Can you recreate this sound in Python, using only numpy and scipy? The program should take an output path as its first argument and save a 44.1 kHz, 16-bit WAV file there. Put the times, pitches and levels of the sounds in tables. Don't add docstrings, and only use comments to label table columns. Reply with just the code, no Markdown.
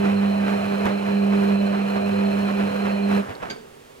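import sys
import numpy as np
from scipy import signal
from scipy.fft import rfft, irfft
from scipy.io import wavfile
from scipy.ndimage import map_coordinates

SR = 44100
rng = np.random.default_rng(int(sys.argv[2]) if len(sys.argv) > 2 else 0)


def waveform_to_disk(signal):
    frames = np.transpose(np.atleast_2d(signal))
    scaled = np.clip(frames, -1, 1) * 32767
    samples = np.round(scaled).astype(np.int16)
    wavfile.write(sys.argv[1], SR, samples)


N = 176400
MAINS_HZ, MOTOR_STOP_S = 50.02, 3.203


def undb(db):
    return 10 ** (np.asarray(db) / 20)


def unit(x):
    return x / np.sqrt(np.mean(x ** 2))


def times():
    return np.arange(N) / SR


def bins():
    return np.arange(N // 2 + 1) * SR / N


def curve(table, column=1):
    table = np.array(table, float)
    return np.interp(np.log(bins() + 1e-6), np.log(table[:, 0]), table[:, column])


def colour(x, gain):
    return unit(irfft(rfft(x) * gain, N))


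def wander(per_s):
    knots = rng.standard_normal(1024)
    return map_coordinates(knots, [times() * per_s], order=3, mode="wrap")


def resonances(table):
    power = sum(undb(db) ** 2 / width / (1 + ((bins() - hz) / width) ** 2) ** 3
                for hz, width, db in table)
    total = np.sqrt(sum(undb(db) ** 2 for _, _, db in table))
    return total * colour(rng.standard_normal((2, N)), np.sqrt(power))


def cloth_grains(gain, spread_db, per_s=6500):
    size = undb(spread_db * np.minimum(rng.exponential(size=N), 4))
    hits = rng.random(N) < per_s / SR
    notch = undb(-22 * np.exp(-((bins() - 4450) / 77) ** 4))
    return colour(size * hits * rng.standard_normal((2, N)), gain * notch)


def running(release_s):
    return np.exp(-np.maximum(times() - MOTOR_STOP_S, 0) / release_s)


def strike(at_s, decay_s):
    age = times() - at_s
    return (age > 0) * np.exp(-np.abs(age) / decay_s)


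def ring_out(age, t60_s):
    return np.exp(-np.log(1000) * age / t60_s)


# (frequency [Hz], likeness [0-1], left phase lead [rad], left minus right [dB])
STEREO_IMAGE = [(60, .62, .05, -2.8), (200, .65, .22, -3.9), (280, .66, .5, -3.6), (390, .84, 2.05, -3.7),
                (650, .87, 2.3, -2.8), (1500, .73, 1.95, -3.3), (2600, .61, 1.45, -3),
                (4200, .52, 1.05, -2.6), (6000, .34, 1.0, .2), (12000, .42, .15, .8)]
def stereo(pair):
    common, separate = rfft(pair)
    likeness, lead = curve(STEREO_IMAGE, 1), curve(STEREO_IMAGE, 2)
    pan = undb(curve(STEREO_IMAGE, 3) / 2)
    left = (likeness * common + np.sqrt(1 - likeness ** 2) * separate) * np.exp(1j * lead)
    return irfft(np.array([left * pan, common / pan]), N)


def tone(hz, db, drift_rad):
    k = int(hz * N / SR)
    lead, pan = curve(STEREO_IMAGE, 2)[k], undb(curve(STEREO_IMAGE, 3)[k] / 2)
    phase = 2 * np.pi * hz * times() + drift_rad + rng.uniform(0, 2 * np.pi)
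    return np.sqrt(2) * undb(db) * np.array([pan * np.sin(phase + lead), np.sin(phase) / pan])


# (time [s], level before trim [dB])
BOOM_RIDE = [(0.02, -22.5), (0.07, -20), (0.54, -22), (0.59, -26), (0.95, -25), (0.99, -28.5),
             (1.17, -19.5), (1.6, -20.5), (1.69, -24), (1.79, -23), (1.88, -27), (2.28, -21), (2.32, -23),
             (2.4, -21.5), (2.5, -25), (2.63, -22.5), (2.69, -28), (3.18, -20.5)]
# (time [s], level before trim [dB])
OCTAVE_RIDE = [(0.05, -34), (0.34, -43.5), (0.94, -35.5), (0.96, -39.5), (1.44, -32.5), (1.87, -44.5),
               (1.95, -36.5), (2.47, -36), (2.51, -47), (2.58, -36.5), (2.68, -46), (3.18, -32.5)]
HUM_HARMONICS = [2, 3, 6, 10, 11, 12, 13, 14, 16]
HUM_LEVELS = [-49, -60, -51.5, -41.5, -49, -47, -38, -48, -49.5]
def motor_hum(boom_trim_db=0.26, octave_trim_db=5):
    boom_db = np.interp(times(), *np.array(BOOM_RIDE).T) + boom_trim_db + wander(25.18)
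    octave_db = np.interp(times(), *np.array(OCTAVE_RIDE).T) + octave_trim_db
    hum = tone(4 * MAINS_HZ, boom_db, 0.055 * wander(22.23))
    hum += tone(8 * MAINS_HZ, octave_db, 0.46 * wander(28))
    for harmonic, db in zip(HUM_HARMONICS, HUM_LEVELS):
        hum += tone(harmonic * MAINS_HZ, db + 4.5 * wander(7.89), 0.46 * wander(10))
    return hum * running(release_s=0.019)


# (centre [Hz], width [Hz], level [dB])
WHIRR_BANDS = [(402, 37, -42), (603.4, 11.7, -39.5), (675, 75, -39), (2436, 123, -44), (2635, 39, -48),
               (2959, 165, -50), (3967, 65, -56)]
# (centre [Hz], width [Hz], level [dB])
WHINE_BANDS = [(4144, 25, -53), (4217, 33, -53)]
def motor_whirr(pulse_depth=0.3, flutter_db=2):
    ripple = np.mean([np.cos(2 * np.pi * k * MAINS_HZ * times()) for k in (2, 4)], axis=0)
    whine = resonances(WHINE_BANDS) * unit(undb(flutter_db * wander(30)))
    whirr = resonances(WHIRR_BANDS) * (1 + pulse_depth * ripple)
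    return (whirr + whine) * running(release_s=0.0099)


# (frequency [Hz], relative gain [dB])
RUSTLE_EQ = [(30, -23), (60, -19), (120, -6.5), (270, -5), (340, -8.5), (460, 0.5), (740, -4), (1100, -7.5),
             (1550, -9.5), (2100, -17), (2900, -19), (3500, -26), (4800, -29.5), (6500, -35), (10000, -37),
             (15000, -42.5)]
def drum_rustle(level_db=-31, swell_db=1.75):
    rustle = cloth_grains(undb(curve(RUSTLE_EQ)), spread_db=1.5)
    return rustle * undb(level_db + swell_db * wander(12)) * running(release_s=0.17)


# (frequency [Hz], relative gain [dB])
ROOM_EQ = [(30, -11), (100, -10), (270, -10.5), (400, -0.5), (750, -9.5), (1500, -15), (3000, -19),
           (5000, -24.5), (9000, -27), (12500, -33), (15000, -32)]
# (frequency [Hz], level [dB])
ROOM_DRONES = [(146, -67), (243, -62.5), (291, -69), (389, -60)]
def room_tone(air_db=-47):
    air = stereo(colour(rng.standard_normal((2, N)), undb(curve(ROOM_EQ))))
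    drones = sum(tone(hz, db + 2 * wander(5.9), 0.5 * wander(4.8)) for hz, db in ROOM_DRONES)
    return undb(air_db) * air + drones


# (frequency [Hz], relative gain [dB])
SPLASH_EQ = [(30, -33), (90, -6), (280, -4), (480, 0), (800, -2), (1500, -7), (2500, -14.5), (3500, -23),
             (5000, -29), (8000, -37.5), (15000, -42)]
# (peak time [s], peak level [dB], rise [s], decay [s])
FALL_CUES = [(.055, -25.5, 0.026, 0.095), (.235, -29, .02, 0.037), (.485, -27, 0.077, 0.08),
             (.72, -37, .015, 0.023), (.811, -27, .003, 0.018), (.86, -20.5, 0.015, 0.051),
             (1.095, -29.5, 0.03, 0.032), (1.33, -27, 0.02, .06), (1.52, -29.5, 0.052, 0.044),
             (1.74, -29, 0.044, 0.12), (1.86, -39, 0.023, 0.022), (1.962, -24, 0.013, 0.028),
             (2.21, -31, 0.057, 0.049), (2.49, -27.5, 0.027, 0.045), (2.605, -25.5, 0.017, 0.025),
             (2.86, -27, 0.016, 0.088), (3.11, -26, 0.0085, 0.07), (3.301, -29.5, 0.02, .025),
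             (3.43, -29, 0.019, 0.062)]
def laundry_falls(muffle_hz=8000):
    t, power = times(), 0
    for at, db, rise, decay in FALL_CUES:
        swell = undb(db) * np.exp(-np.maximum((at - t) / rise, (t - at) / decay))
        power = power + swell ** 2
    muffle = 1 / np.hypot(1, bins() / muffle_hz)
    return cloth_grains(undb(curve(SPLASH_EQ)) * muffle, spread_db=2.4) * np.sqrt(power)


# (time [s], level [dB])
SLAP_CUES = [(0.856, -20.5), (3.098, -35), (3.429, -29)]
def wet_slaps(hz=600, width_hz=600):
    envelope = sum(undb(db) * strike(at, decay_s=0.018) for at, db in SLAP_CUES)
    return envelope * resonances([(hz, width_hz, 0)])


def tub_knock(at_s=3.288, hz=97, gain_db=-31.5):
    age = np.maximum(times() - at_s, 0)
    attack = 1 - np.exp(-age / 0.0044)
    return tone(hz, gain_db, 0) * attack * ring_out(age, t60_s=0.12)


def light_tick(at_s=3.352, hz=4200, width_hz=680, level_db=-38):
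    return resonances([(hz, width_hz, level_db)]) * strike(at_s, decay_s=0.0037)


# (frequency [Hz], relative gain [dB])
CRACK_EQ = [(100, -13), (250, 0), (900, -3), (1600, -12), (3300, -9.5), (5700, -20), (7000, -17),
            (9000, -32), (15000, -37)]
# (time [s], gain [dB])
CLICK_CUES = [(3.4994, -3), (3.503, -1.5), (3.510, -2)]
# (frequency [Hz], relative level [dB], time to fall 60 dB [s])
CLICK_MODES = [(1584, -4.5, .09), (1750, -14, .07), (2200, -7.5, .07), (3200, -11, 0.057), (3650, -12, .04),
               (4120, -18, .04), (4620, -4.5, 0.044), (4650, -3.5, 0.046), (4915, -9, 0.051),
               (6510, -11, 0.05), (6830, -16, 0.036), (8200, -23, .04)]
def final_click(crack_db=-32.5, crack_decay_s=0.0069, ring_db=-28, detune=0.012):
    click = np.zeros((2, N))
    crack = colour(rng.standard_normal((2, N)), undb(curve(CRACK_EQ)))
    for at, db in CLICK_CUES:
        start = int(at * SR)
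        age = np.arange(N - start) / SR
        contact = undb(crack_db) * crack[:, start:] * np.exp(-age / crack_decay_s)
        for hz, mode_db, t60_s in CLICK_MODES:
            detuned_hz = hz * (1 + detune * rng.standard_normal((2, 1)))
            phase = 2 * np.pi * detuned_hz * age + rng.uniform(0, 2 * np.pi, (2, 1))
            contact += undb(ring_db + mode_db) * ring_out(age, t60_s) * np.sin(phase)
        click[:, start:] += undb(db) * contact
    return click


def with_room_echo(sound, wet_db=-9, t60_s=0.27):
    age = np.arange(SR // 2) / SR
    build_up = 1 - np.exp(-age / 0.0079)
    tail = rng.standard_normal((2, len(age))) * build_up * ring_out(age, t60_s)
    tail /= np.sqrt(np.sum(tail ** 2, axis=1, keepdims=True))
    return sound + undb(wet_db) * signal.fftconvolve(sound, tail, axes=1)[:, :N]


# (centre [Hz], width [Hz], level [dB])
PANEL_BANDS = [(221, 39, -41.5), (424, 53, -33.5)]
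def cabinet_rumble():
    return resonances(PANEL_BANDS) * strike(at_s=CLICK_CUES[0][0], decay_s=0.077)


def scene():
    tonal = motor_hum() + tub_knock()
    tumbling = motor_whirr() + drum_rustle() + laundry_falls() + wet_slaps()
    ending = light_tick() + with_room_echo(final_click()) + cabinet_rumble()
    return tonal + stereo(tumbling + ending) + room_tone()


def record(dry):
    return signal.sosfilt(signal.ellip(10, 0.2, 80, 15800, fs=SR, output="sos"), dry)


dry = scene()
out = record(dry)
waveform_to_disk(out)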